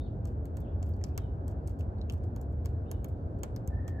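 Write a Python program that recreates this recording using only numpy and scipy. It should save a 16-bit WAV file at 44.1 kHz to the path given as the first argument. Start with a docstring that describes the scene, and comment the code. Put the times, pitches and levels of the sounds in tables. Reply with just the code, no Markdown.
"""A small woodpecker picks at a dead branch a few metres away among conifers.
Each peck briefly crushes fibres: they snap and crackle, and the branch knocks. Thin twigs knock higher,
bark clicks and crumbs crackle; twigs and trunks scatter the sound. Songbirds and a lower caller whistle
far off, over faint wind and a distant rumble and hum like traffic."""
import sys
import numpy as np
from scipy import signal
from scipy.fft import rfft, irfft, next_fast_len
from scipy.io import wavfile
from scipy.ndimage import uniform_filter1d

SR = 44100
rng = np.random.default_rng(int(sys.argv[2]) if len(sys.argv) > 2 else 0)


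def generate_wav(sig):
    """Save sig (samples, or channels by samples) to the path in sys.argv[1] as 16-bit PCM at SR."""
    pcm = np.round(np.clip(np.atleast_2d(sig).T, -1, 1) * 32767).astype(np.int16)
    wavfile.write(sys.argv[1], SR, pcm)


N = 176400

# Beak blows: start_s, knock_db, snap_db, crackle_db, snap_hz, contact_ms
PECKS = [(0.2539, -64, -57, -62, 7340, 1.2), (0.4553, -67.5, -63, -56, 6660, 0.17),
         (0.569, -58, -56.5, -56.5, 7700, 2.4), (0.6033, -83, -80, -60, 6360, 0.58),
         (0.8266, -58, -54.5, -86, 6600, 2.4), (0.8916, -73, -82, -61, 6200, 0.36),
         (1.039, -56, -42, -64, 6500, 0.95), (1.177, -47, -42, -40, 6700, 1.05),
         (1.48, -65.5, -56, -57, 7350, 1.3), (1.6745, -72, -51.5, -68, 8400, 0.85),
         (1.6799, -64.5, -64, -58, 6060, 1.4), (1.704, -74, -73, -82, 7400, 1.8),
         (1.796, -78, -71, -65, 6600, 2.0), (1.8088, -71, -71, -72, 6450, 0.57),
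         (2.099, -61, -52, -58, 5030, 0.49), (2.123, -71, -57, -63, 8300, 1),
         (2.135, -65, -66, -59, 7400, 2.2), (2.2367, -71, -70, -78, 5000, 2),
         (2.3619, -61, -60, -58, 5900, 1.35), (2.412, -81, -61.5, -56.5, 7060, 3.3),
         (2.6506, -66, -71, -71.5, 5430, 0.45), (2.658, -57, -52, -49.5, 6300, 0.65),
         (2.9143, -54, -47, -41, 7400, 0.36), (3.0442, -55, -54.5, -46, 6400, 1.5),
         (3.0862, -75, -73, -62, 8630, 0.32), (3.4334, -47.5, -40.5, -42.5, 6700, 0.9),
         (3.562, -59.5, -52.5, -53, 5900, 1.3), (3.6753, -64.5, -50.5, -49.5, 7600, 1.2),
         (3.879, -55.5, -53.5, -56.5, 6560, 1.6)]
# Crackle colour, including the recorder's notch near 10 kHz: freq_hz, gain_db
CRACKLE_COLOUR = [(1000, -23.5), (2500, -0.5), (4000, -3), (6500, 2.5), (8500, 3), (9800, -7), (11500, 0.5),
                  (14500, 0.5), (16500, -13.5)]
BURST_GAIN = np.sqrt(SR / 200)  # unit energy to unit rms over 5 ms


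def undb(db):
    """Decibels to gain."""
    return 10 ** (np.asarray(db) / 20)


def unit(x):
    """Scale to unit energy."""
    return x / np.sqrt(np.sum(x ** 2, axis=-1, keepdims=True) + 1e-30)


def curve(f, hz, values):
    """Interpolate over log frequency."""
    return np.interp(np.log(f + 1), np.log(hz), values)


def walk(rate_hz):
    """Smooth random drift, spread near 1."""
    k = int(SR / rate_hz)
    steps = np.repeat(rng.standard_normal(N // k + 1), k)
    return 1.3 * uniform_filter1d(uniform_filter1d(steps, k), k)[:N]


def band(x, lo_hz, hi_hz, order=2):
    """Band-pass."""
    return signal.sosfilt(signal.butter(order, [lo_hz, hi_hz], "band", fs=SR, output="sos"), x)


def colour(x, hz, db):
    """Filter by a breakpoint spectrum."""
    size = next_fast_len(len(x) + 512)
    f = np.arange(size // 2 + 1) * SR / size
    return irfft(rfft(x, size) * undb(curve(f, hz, db)), size)[:len(x)]


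def fade(t, t60_s):
    """Exponential decay."""
    return np.exp(-np.log(1000) * t / t60_s)


def add(out, x, start_s):
    """Mix x into out."""
    i = int(round(start_s * SR))
    a, b = max(i, 0), min(i + x.shape[-1], N)
    if b > a:
        out[..., a:b] += x[..., a - i:b - i]


def from_right(x, lag_ms=0.1486):
    """Sound reaches the left microphone later."""
    f = np.arange(len(x) // 2 + 1) * SR / len(x)
    left = irfft(rfft(x) * np.exp(-2j * np.pi * f * lag_ms / 1000), len(x))
    return np.array([left, x])


def echo(x, t60_s, onset_s=0.0045, clump_db=0):
    """Diffuse echoes, uncorrelated left and right."""
    t = np.arange(SR // 3) / SR
    reflections = rng.standard_normal((2, len(t))) * undb(clump_db * walk(460)[:len(t)])
    response = unit(reflections * fade(t, t60_s) * (1 - np.exp(-t / onset_s)))
    return signal.fftconvolve(x[None], response, axes=1)[:, :N]


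def scatter(x):
    """Quick echoes off near twigs, then a longer wash from trunks."""
    # Echo colour, including the recorder's notch near 9 kHz: freq_hz, early_db, late_db
    echo_colour = [(696, 10, -9), (2000, -4.5, -6.5), (4630, -6, -15.5), (6800, -12.5, -26),
                   (8150, -14.5, -23), (9200, -24.5, -28), (10800, -12.5, -29), (14500, -13, -27),
                   (16200, -9.5, -28.5)]
    hz, early_db, late_db = np.array(echo_colour).T
    late = colour(x, hz, late_db)
    trunks = echo(band(late, 300, 9000), t60_s=0.26, clump_db=3)
    trunks += echo(band(late, 9000, 15500), t60_s=0.45, clump_db=3)
    twigs = echo(colour(x, hz, early_db), t60_s=0.035, onset_s=0.0022)
    return twigs + trunks


def diffused(x):
    """A blow radiates in all directions, so its echoes carry only its broad colour."""
    power = uniform_filter1d(abs(rfft(x)) ** 2, size=120)
    pulse = irfft(np.sqrt(np.maximum(power, 0)))
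    return np.roll(pulse, 48)[:256]


def rumble_and_wind(level_db=-35.5, flicker_db=1):
    """Centred rumble and wide, soft wind in the needles; each octave wavers."""
    # Background spectrum: freq_hz, density_db, side_minus_mid_db
    air_spectrum = [(22.2, -41, -15), (43.2, -10, -21.5), (51.8, -2.5, -20), (77.5, 2, -20),
                    (126, -7.5, -14.5), (188, -15, -10.5), (314, -17, -11), (474, -22, -7.5),
                    (696, -27, -2.5), (1140, -45.5, 5), (1596, -47, 2.5), (1953, -59, 0.5),
                    (3320, -70, 2.5), (4350, -70.5, -2.5), (5800, -75, 0), (8900, -79, -1.5),
                    (11700, -86.5, 4.5), (16000, -92.5, 0.5)]
    hz, db, side_db = np.array(air_spectrum).T
    f = np.arange(N // 2 + 1) * SR / N
    gain = undb(curve(f, hz, db)) * np.minimum(f / hz[0], 1) ** 2
    mid, side = rfft(rng.standard_normal((2, N))) * gain / np.sqrt(np.mean(gain ** 2))
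    stereo = mid + np.array([[1], [-1]]) * side * undb(curve(f, hz, side_db))
    octave = np.log2(np.maximum(f, 20) / 20)
    bands = (irfft(stereo * np.maximum(1 - abs(octave - k), 0), N) for k in range(11))
    return undb(level_db) * sum(x * undb(flicker_db * walk(7.37)) for x in bands)


def engine_hum(waver_db=2, wander=0.0153):
    """Far engine tones, drifting in level and pitch."""
    # Engine tones: pitch_hz, level_db
    tones = [(80.5, -45), (91, -45.5), (114, -48.5), (217, -58.5), (275, -59)]
    out = np.zeros(N)
    for hz, db in tones:
        amplitude = np.sqrt(2) * undb(db + waver_db * walk(2.82))
        pitch_hz = hz * (1 + wander * walk(4))
        out += amplitude * np.sin(2 * np.pi * np.cumsum(pitch_hz) / SR)
    return out


def arched(length_s, hz, sag, arch=0.072):
    """Pitch line: slides up, holds with a tilt, drops away."""
    u = np.linspace(-1, 1, int(length_s * SR))
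    return hz * (1 - arch * u ** 4 - sag * u / 2)


def whistle(pitch_hz, waver=0.013, rasp=0.022, flutter_db=3.5):
    """A fluttering bird note that swells and dies, roughened by quick tremors."""
    n = len(pitch_hz)
    rough_hz = pitch_hz * (1 + waver * walk(150)[:n] + rasp * walk(900)[:n])
    swell = (1 - np.linspace(-1, 1, n) ** 2) ** 0.38
    flutter = undb(flutter_db * walk(120)[:n])
    return np.sqrt(2) * swell * flutter * np.sin(2 * np.pi * np.cumsum(rough_hz) / SR)


def far_birds(second_voice_ratio=1.19, twitter_db=-92):
    """Two-voiced phrases, random twitter and a run of lower calls, blurred by the trees."""
    # Songbird phrases: level_db, second_voice_db, pitch line of (time_s, pitch_hz)
    phrases = [(-70.5, -9, [(-.02, 3280), (.035, 3830), (.065, 3320), (.085, 2790)]),
               (-73.5, -29, [(.615, 3550), (.642, 3410), (.667, 2520), (.684, 3390), (.71, 3320)]),
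               (-80, -18, [(1.06, 2400), (1.14, 2650)]), (-74.5, -5, [(1.15, 3000), (1.18, 3300),
               (1.215, 3100), (1.285, 2995)]), (-75, -4, [(2.845, 2330), (2.878, 3020), (2.915, 3144),
               (2.975, 2900)])]
    # Lower bird's calls: start_s, length_s, pitch_hz, level_db
    low_calls = [(3.70, 0.066, 1833, -58), (3.77, 0.075, 1830, -57), (3.841, 0.122, 1832, -58.5),
                 (3.963, 0.077, 1730, -49.5)]
    songs, calls = np.zeros((2, N))
    for db, second_db, line in phrases:
        time_s, hz = np.array(line).T
        pitch_hz = np.interp(np.arange(time_s[0], time_s[-1], 1 / SR), time_s, hz)
        voices = whistle(pitch_hz) + undb(second_db) * whistle(pitch_hz * second_voice_ratio)
        add(songs, undb(db) * voices, time_s[0])
    for when, height, slope in rng.random(size=(22, 3)):
        pitch_hz = arched(length_s=0.08, hz=2300 + 2400 * height, sag=(slope - 0.5) / 2)
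        add(songs, undb(twitter_db) * whistle(pitch_hz), when * N / SR)
    for start_s, length_s, hz, db in low_calls:
        note = whistle(arched(length_s, hz, sag=0.029), waver=0.016, rasp=0.012)
        add(calls, undb(db) * note, start_s)
    direct = undb(-5.5) * songs + undb(-9.5) * calls
    return direct + undb(-4) * echo(songs + calls, t60_s=0.32)


def crumbs(grains_per_s=900, level_db=-68.5, t60_s=0.12):
    """Crumbs of rotten wood crackle after each peck, a little louder after hard ones."""
    t, power = np.arange(SR // 5) / SR, np.zeros(N)
    for start_s, _, snap_db, *_ in PECKS:
        amplitude = undb(level_db + 0.19 * (snap_db + 55))
        add(power, (amplitude * fade(t, t60_s)) ** 2, start_s)
    grains = rng.standard_normal((2, N)) * (rng.random((2, N)) < grains_per_s / SR)
    crackle = np.array([unit(colour(side, *np.array(CRACKLE_COLOUR).T)) for side in grains])
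    return np.sqrt(power * N) * crackle


def bark_clicks(clicks_per_s=1000, spread_db=6):
    """Showers of bark clicks; the three shortest are faint single pecks."""
    # Showers and faint pecks: start_s, length_s, level_db
    bursts = [(0.258, 0.075, -77.5), (.575, .05, -81), (0.842, 0.11, -81.5), (0.965, 0.0061, -77.5),
              (1.038, .06, -79), (1.477, 0.045, -77), (1.673, 0.042, -76), (1.788, 0.034, -74),
              (2.118, 0.1, -87), (2.523, 0.0051, -79.5), (2.646, 0.11, -83), (3.387, 0.0045, -73.5),
              (3.873, .05, -72)]
    clicks = (rng.random(N) < clicks_per_s / SR) * rng.standard_normal(N)
    clicks *= undb(spread_db * np.minimum(rng.exponential(size=N), 4))
    crackle = colour(clicks, *np.array(CRACKLE_COLOUR).T)
    direct = np.zeros(N)
    for start_s, length_s, db in bursts:
        i, n = int(start_s * SR), int(length_s * SR)
        burst = unit(crackle[i:i + n] * np.sqrt(np.linspace(1, 0, n)))
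        add(direct, undb(db) * np.sqrt(n) * burst, start_s)
    return from_right(direct) + undb(10) * scatter(direct)


def twig_knocks(width_hz=750, crack_db=-8):
    """Short, higher-pitched knocks of the beak on thin twigs."""
    # Pecks on twigs: start_s, level_db, pitch_hz, length_ms
    twig_pecks = [(0.9356, -68.5, 4700, 3.4), (1.013, -60.5, 2150, 2), (1.8075, -57, 2600, 2),
                  (1.982, -70, 4050, 5.6), (2.014, -57, 3850, 2.1), (2.0976, -46.5, 2950, 0.51),
                  (3.0465, -63, 3150, 1.7)]
    t, direct = np.arange(SR // 16) / SR, np.zeros(N)
    for start_s, db, hz, length_ms in twig_pecks:
        age = t * 1000 / length_ms
        contact = rng.standard_normal(len(t)) * age * np.exp(-2 * age)
        ring = unit(band(contact, hz - width_hz / 2, hz + width_hz / 2))
        crack = undb(crack_db) * unit(band(contact, 2000, 7000))
        add(direct, BURST_GAIN * undb(db) * (ring + crack), start_s)
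    return from_right(direct) + 0.5 * scatter(direct)


def knock(t, age, spread_db=1.5, detune=0.015, stereo_cycles=0.29, crunch_db=-16):
    """The branch rings, differently at each spot, over the dull crunch of soft dead wood."""
    # Branch modes: freq_hz, level_db, t60_s
    modes = [(543, 9, .035), (894, -2, .034), (1086, 0, 0.054), (1400, -9, 0.015), (1713, -1, 0.036),
             (2210, 3, 0.024), (2817, 3, 0.015), (3240, 1.5, 0.018), (4440, 3, 0.017)]
    side_cycles = stereo_cycles * np.array([[0.5], [-0.5]])
    ring = np.zeros((2, len(t)))
    for hz, db, t60_s in modes:
        strength, tuning, phase, skew = rng.standard_normal(4)
        cycles = hz * (1 + detune * tuning) * t + phase + skew * side_cycles
        ring += undb(db + spread_db * strength) * np.sin(2 * np.pi * cycles) * fade(t, t60_s)
    crunch = band(rng.standard_normal(len(t)) * fade(t, t60_s=0.0038), 850, 3800)
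    push = 1 - np.exp(-age ** 2)
    return unit(unit(ring * push) + undb(crunch_db) * unit(crunch * push))


def peck(knock_db, snap_db, crackle_db, snap_hz, contact_ms, width_hz=2380):
    """The beak crushes fibres: the spot snaps, splinters crackle, the branch knocks."""
    t = np.arange(SR // 16) / SR
    age = t * 1000 / contact_ms
    crush = rng.standard_normal((3, len(t))) * age * np.exp(-age / 0.43)
    fibres = unit(band(crush[0], snap_hz - width_hz / 2, snap_hz + width_hz / 2))
    splinters = undb(-7) * unit(band(crush[1], 4600, 11000))
    snap = undb(snap_db - 1) * unit(fibres + splinters)
    crackle = undb(crackle_db - 4.5) * unit(band(crush[2], 9900, 14800, order=3))
    return BURST_GAIN * (undb(knock_db + 4) * knock(t, age) + from_right(snap + crackle))


def woodpecker():
    """Every peck on the branch with its echoes."""
    out = np.zeros((2, N))
    for start_s, *settings in PECKS:
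        blow = peck(*settings)
        add(out, blow, start_s)
        add(out, scatter(diffused(blow[1])), start_s)
    return out


def scene():
    """The woodpecker in front of the woodland."""
    background = rumble_and_wind() + engine_hum() + far_birds()
    return background + woodpecker() + twig_knocks() + crumbs() + bark_clicks()


def record(dry, cutoff_hz=16300):
    """The recorder cuts the top."""
    return signal.sosfilt(signal.ellip(8, 0.2, 70, cutoff_hz, fs=SR, output="sos"), dry)


dry = scene()
out = record(dry)
generate_wav(out)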